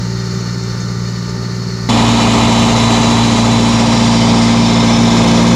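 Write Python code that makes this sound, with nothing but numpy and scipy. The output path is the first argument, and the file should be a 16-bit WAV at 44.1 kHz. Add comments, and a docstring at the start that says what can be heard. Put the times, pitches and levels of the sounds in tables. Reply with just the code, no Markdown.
"""A distant diesel drone: a four-cylinder tractor, heard from behind, pulls a spreader over a dry field.
Grit ticks on the steel. At 1.889 s the listener is suddenly beside the engine, much louder and brighter.
At a governed speed near 1750 rpm the exhaust drones on the firing orders, combustion knocks in the block,
and gears, tracks and soil make thin metal ring and hiss."""
import sys
import numpy as np
from scipy import signal
from scipy.fft import rfft, irfft
from scipy.io import wavfile
from scipy.ndimage import uniform_filter1d, minimum_filter1d, map_coordinates

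SR = 44100
rng = np.random.default_rng(int(sys.argv[2]) if len(sys.argv) > 2 else 0)


def store_wav(level_fs):
    """Save 16-bit WAV to argv[1]."""
    pcm = np.round(np.clip(np.atleast_2d(level_fs), -1, 1) * 32767)
    wavfile.write(sys.argv[1], SR, pcm.T.astype(np.int16))


N = 244755
TIME_S, FFT_HZ = np.arange(N) / SR, np.fft.rfftfreq(N, 1 / SR)
FRAME_SAMPLES = 4096
BIN_HZ = np.fft.rfftfreq(FRAME_SAMPLES, 1 / SR)[:, None]
NEAR_START_S = 1.889
CROSSOVER_HZ, CUTOFF_HZ = 1480, 15720
BLOCK_POWER_SHARE = 1 / (1 + (BIN_HZ / CROSSOVER_HZ) ** 24)  # thin metal takes the rest

# Exhaust, gear and belt tones. Each row: multiple of crank speed, base rms level in dB.
FAR_TONES = [(2.0, -36), (4.0, -21.5), (6.0, -24), (6.62, -33.5), (8.0, -36.5), (11.0, -44.5), (13.0, -35),
             (14.0, -51), (16.0, -56), (20.0, -50.5), (27.0, -53), (30.31, -44.5), (32.0, -51),
             (40.5, -43.5), (44.0, -55), (46.5, -46), (48.0, -50), (50.5, -46.5), (60.62, -49), (64.0, -50),
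             (149.3, -44)]
NEAR_TONES = [(2.0, -26.5), (4.0, -17.5), (4.75, -29), (6.0, -21), (7.0, -26.5), (8.0, -12.5), (10.0, -27),
              (12.0, -36), (13.69, -34.5), (14.0, -37.5), (15.0, -31), (17.5, -35), (18.0, -30),
              (23.0, -33.5), (30.31, -33.5), (32.0, -30.5), (34.12, -31), (35.5, -32.5), (38.0, -49),
              (40.5, -51), (60.62, -41.5), (105.3, -44), (119.8, -43), (136.7, -56), (139, -47.5)]
# Block knock spectrum. Each row: frequency in Hz, base density in dB per Hz.
FAR_KNOCK_SPECTRUM = [(25.0, -80.0), (45.0, -56), (90.0, -57.5), (140.0, -49.5), (200.0, -53.5),
                      (280.0, -59.5), (380.0, -60.5), (480.0, -59), (600.0, -68.5), (720.0, -70.5),
                      (950.0, -70), (1250.0, -63), (1450.0, -66)]
NEAR_KNOCK_SPECTRUM = [(25.0, -66.0), (45.0, -62), (90.0, -46), (140.0, -42.5), (200.0, -46),
                       (280.0, -44.5), (380.0, -51.5), (480.0, -51), (600.0, -49.5), (720.0, -47.5),
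                       (950.0, -48.5), (1250.0, -50.5), (1450.0, -59.5)]
# Machinery and soil hiss spectrum. Each row: frequency in Hz, base density in dB per Hz.
FAR_HISS_SPECTRUM = [(1500.0, -71.5), (1900.0, -68.5), (2350.0, -74), (2550.0, -78.5), (2750.0, -75),
                     (3250.0, -81.5), (3800.0, -74.5), (4400.0, -69), (5200.0, -68), (6700.0, -71.5),
                     (7500.0, -78.5), (8300.0, -88.5), (11000.0, -93), (15500.0, -98.1)]
NEAR_HISS_SPECTRUM = [(1500.0, -64), (2100.0, -55.5), (2700.0, -60.5), (3800.0, -57), (5000.0, -63),
                      (6300.0, -65.5), (7100.0, -64), (8100.0, -73.5), (9200.0, -74), (10500.0, -81),
                      (12500.0, -90), (15500.0, -97.3)]
# Ringing metal parts. Each row: centre in Hz, width in Hz, lift in dB.
FAR_RESONANCES = [(1460, 76.0, -1.5), (2370, 72, 5.5), (3035, 52, 7), (3650, 69, 6.5), (3930, 79.0, 5.5),
                  (4260, 88, 8), (4404, 125, 8.5), (9449.0, 119.0, 7)]
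NEAR_RESONANCES = [(2030, 170, 1), (2440, 330, 3), (3034, 34, 8.5), (3480, 48, 9), (3958, 30, 6),
                   (5300, 70, 7.5), (6780, 100, 7)]
# Clatter that recurs each engine cycle. Each row: frequency in Hz, power share from 0 to 1.
FAR_CYCLIC_SHARE = [(60, 0.05), (200, 0.2), (450, 0.67), (900, 0.28), (1400, 0.64), (2200, 0.12),
                    (4000, 0.1)]
NEAR_CYCLIC_SHARE = [(60, 0.088), (200, 0.23), (450, 0.71), (900, 0.56), (1400, 0.67), (2200, 0.43),
                     (4000, 0.055)]
# Clods and grit on steel. Each row: start in seconds, level in dB, centre in Hz, decay in seconds.
GRIT_STRIKES = [(.581, -34, 6500, .008), (.636, -32, 6500, .008), (.802, -28, 6100, .02),
                (1.293, -31, 6500, .008), (2.59, -37, 10000, .01), (2.659, -39, 10500, .008),
                (3.68, -33, 8400, .01), (5.044, -42, 11100, 0.0073), (5.09, -43, 11100, .008),
                (5.155, -43, 11000, .008)]
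# Parts that ring out while facing the listener.
# Each row: centre in Hz, width in Hz, peak lift in dB, peak time in seconds, 1/e half-span in seconds.
FACING_RESONANCES = [(380, 230, 4.5, 5.35, 0.59), (403, 17, 7, 2.9, 0.78), (890, 180, 3.5, 2.5, 1.8),
                     (2830, 39, 12.5, 2.5, 0.7), (3690, 86, 8.5, 4.86, .7), (3960, 100, 8.5, 3.13, 1.07),
                     (4819, 290, 7.5, 4.2, 0.44), (5270, 99, 10.5, 4.86, 0.91), (5630, 200, 7, 4, 0.65),
                     (5890, 430, 7, 5.3, 1.0), (6190, 229, 8, 2.87, .8), (6880, 85, 8.5, 3.15, 1.2),
                     (7600, 270, 7, 2.9, 1.5), (8470, 360, 8.5, 4.25, 0.55), (9200, 310, 5, 3.35, 0.82)]
# Knock and hiss from the open engine flank. Each row: time in seconds, relative level in dB.
FLANK_ENVELOPE = [(1.89, -13), (1.92, -14.5), (2.97, -15), (3.21, -16), (5.07, -17), (5.3, -15),
                  (5.53, -17.5)]
# Sixth order, growing as the ground reflection shifts. 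Each row: time in seconds, relative level in dB.
SIXTH_ENVELOPE = [(1.9, -24), (2.2, -23.5), (2.5, -20), (3.75, -22.5), (4.2, -17.5), (5.0, -16),
                  (5.45, -12)]


def amp(db):
    """Decibels to gain."""
    return 10 ** (np.asarray(db) / 20)


def unit(x):
    """Scale to rms 1."""
    return x / np.sqrt(np.mean(x ** 2) + 1e-20)


def spectrum(points):
    """Interpolate (Hz, value) points over log frequency."""
    hz, value = np.transpose(points)
    return np.interp(np.log(BIN_HZ + 1), np.log(hz), value)


def wander(rate_hz):
    """Random drift of rms 1, up to about rate_hz."""
    return unit(irfft(rfft(rng.standard_normal(N)) * np.exp(-(FFT_HZ / rate_hz) ** 2), N))


def colour(white, gain):
    """Shape white input of rms 1 to the density gain(frame times)."""
    _, time_s, frames = signal.stft(white, SR, nperseg=FRAME_SAMPLES)
    return signal.istft(frames * gain(time_s), SR, nperseg=FRAME_SAMPLES)[1][:N] * np.sqrt(SR / 2)


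def trend(db_per_s, start_s=0, end_s=NEAR_START_S):
    """Gain ramp, linear in dB, passing 1 halfway."""
    return amp(db_per_s * (np.clip(TIME_S, start_s, end_s) - (start_s + end_s) / 2))


def swing(envelope):
    """Envelope as a gain about its mean level."""
    time_s, db = np.transpose(envelope)
    level_db = np.interp(TIME_S, time_s, db)
    return amp(level_db - level_db[TIME_S >= time_s[0]].mean())


def crankshaft(speed_hz, tremble, hunt):
    """Accumulated turns; the speed trembles and the governor hunts slowly."""
    return np.cumsum(speed_hz * (1 + tremble * wander(9.0) + hunt * wander(1.525))) / SR


def drone(turns, tones, waver, phase_rad, smear_rad, swells):
    """Low even orders form one pipe-smeared exhaust pulse per firing; other tones drift in phase."""
    out = np.zeros(N)
    for multiple, db in tones:
        order = round(multiple)
        firing = order % 2 == 0 and order <= 12 and abs(multiple - order) < 0.2
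        if firing:
            tone = np.cos(2 * np.pi * order * turns + phase_rad - smear_rad * order ** 2)
            tone *= 1 + waver * wander(3.0)
        else:
            drift_rad = (0.18 + multiple / 200) * wander(7.1)  # fast gears drift most
            tone = np.cos(2 * np.pi * (multiple * turns + rng.random()) + drift_rad)
            tone *= 1 + 0.31 * wander(5.9)
        out += np.sqrt(2) * amp(db) * tone * swells.get(order, 1)
    return out


def clatter(turns, cyclic_share, throb, uneven_db):
    """White excitation, two bursts a turn: part recurs every four strokes, part is fresh."""
    cycle_samples = 3072
    cycle = unit(irfft(np.exp(2j * np.pi * rng.random(cycle_samples // 2 + 1))))
    looped = map_coordinates(cycle, [turns / 2 % 1 * cycle_samples], order=3, mode="grid-wrap")
    share = np.clip(spectrum(cyclic_share), 0, 1)
    recurring = colour(looped, lambda _: np.sqrt(share))
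    fresh = colour(rng.standard_normal(N), lambda _: np.sqrt(1 - share))
    burst = np.exp(-(2 * turns % 1) / 1.1)
    cylinder_db = uneven_db * (np.cos(np.pi * turns) + np.cos(2 * np.pi * turns))
    return unit((recurring + fresh) * (1 + throb * burst) * amp(cylinder_db))


def ringing_db(time_s, resonances):
    """Summed lift of metal resonances, each steady or swelling as its part faces the listener."""
    def peak_db(centre_hz, width_hz, lift_db, facing_s=0, half_span_s=np.inf):
        facing = np.exp(-((time_s - facing_s) / half_span_s) ** 2)
        return facing * lift_db / (1 + (2 * (BIN_HZ - centre_hz) / width_hz) ** 2)
    return sum(peak_db(*row) for row in resonances)


def knock(drive, base, resonances, flutter_db):
    """Combustion shakes the heavy block, below the crossover."""
    def gain(time_s):
        return amp(spectrum(base) + ringing_db(time_s, resonances)) * np.sqrt(BLOCK_POWER_SHARE)
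    return colour(drive, gain) * amp(flutter_db * wander(25))


def panel_modes_db(time_s):
    """Dense narrow panel modes: a random comb shifting slowly with the listening angle."""
    depth_db = spectrum([(2000, 3), (8000, 2.6), (12000, 0.8)])
    comb = uniform_filter1d(rng.standard_normal((len(BIN_HZ), len(time_s))), size=60, axis=1)
    return depth_db * unit(uniform_filter1d(comb, size=2, axis=0))


def hiss(drive, base, resonances, flutter_db, dull_db=0):
    """Gears, tracks and soil excite thin metal; dull_db dips the top briefly as the tractor moves on."""
    def gain(time_s):
        dip_db = dull_db * np.exp(-((time_s - 4.3) / 0.78) ** 2) * np.clip((BIN_HZ - 6500) / 3000, 0, 1)
        level_db = spectrum(base) + ringing_db(time_s, resonances) + panel_modes_db(time_s) - dip_db
        return amp(level_db) * np.sqrt(1 - BLOCK_POWER_SHARE)
    return colour(drive, gain) * amp(flutter_db * wander(21))


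def tractor_far():
    """The spreader screens the engine, so exhaust dominates; drone and hiss sink as it recedes."""
    turns = crankshaft(speed_hz=29.35, tremble=0.001, hunt=0.00099)
    combustion = clatter(turns, FAR_CYCLIC_SHARE, throb=0.58, uneven_db=0.27)
    rattle = clatter(turns, FAR_CYCLIC_SHARE, throb=0.092, uneven_db=0.2)
    tones = drone(turns, FAR_TONES, waver=0.047, phase_rad=-1.05, smear_rad=0.014, swells={})
    block = knock(combustion, FAR_KNOCK_SPECTRUM, FAR_RESONANCES, flutter_db=0.6)
    metal = amp(-0.5) * hiss(rattle, FAR_HISS_SPECTRUM, FAR_RESONANCES, flutter_db=0.5)
    return trend(db_per_s=-0.5) * (tones + metal) + trend(db_per_s=0.4) * block


def grit():
    """Clods and grit strike steel: short, bright scratches."""
    out = np.zeros(N)
    for start_s, db, centre_hz, decay_s in GRIT_STRIKES:
        band = np.exp(-((FFT_HZ / centre_hz - 1) / 0.21) ** 2)
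        scratch = unit(irfft(rfft(rng.standard_normal(N)) * band, N))
        out += amp(db) * scratch * (TIME_S >= start_s) * np.exp(-abs(TIME_S - start_s) / decay_s)
    return out


def tractor_near():
    """Open engine flank: harder knock, bright gear noise. Drawing near, order 4 sinks and 8 grows."""
    turns = crankshaft(speed_hz=28.95, tremble=0.0007, hunt=0.000997)
    fourth, eighth = (trend(db_per_s, NEAR_START_S, TIME_S[-1]) for db_per_s in (-0.3, 0.73))
    sixth = swing(SIXTH_ENVELOPE)
    swells = {4: fourth, 6: sixth, 8: eighth, 12: sixth, 18: np.sqrt(sixth)}  # gain by order
    resonances = NEAR_RESONANCES + FACING_RESONANCES
    combustion = clatter(turns, NEAR_CYCLIC_SHARE, throb=0.16, uneven_db=0.25)
    rattle = clatter(turns, NEAR_CYCLIC_SHARE, throb=0.05, uneven_db=0.17)
    tones = drone(turns, NEAR_TONES, waver=0.037, phase_rad=0.74, smear_rad=-0.35, swells=swells)
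    block = knock(combustion, NEAR_KNOCK_SPECTRUM, resonances, flutter_db=1.15)
    metal = amp(0.28) * hiss(rattle, NEAR_HISS_SPECTRUM, resonances, flutter_db=0.5, dull_db=2.3)
    return tones + swing(FLANK_ENVELOPE) * (block + metal)


def scene():
    """The listener jumps from behind the spreader to beside the engine in 1 ms."""
    near = np.clip((TIME_S - NEAR_START_S) / 0.001, 0, 1)
    return ((1 - near) * tractor_far() + near * tractor_near() + grit())[None]


def record(dry):
    """22 Hz high-pass, fast peak limiter, low-pass."""
    thinned = signal.sosfilt(signal.butter(2, 22, "high", fs=SR, output="sos"), dry)
    ceiling = 0.88
    allowed_gain = ceiling / np.maximum(abs(thinned), ceiling)
    limited = thinned * uniform_filter1d(minimum_filter1d(allowed_gain, size=201), size=201)
    lowpass = signal.firwin(511, CUTOFF_HZ, window=("kaiser", 9), fs=SR)
    return signal.oaconvolve(limited, lowpass[None], "same")


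dry = scene()
out = record(dry)
store_wav(out)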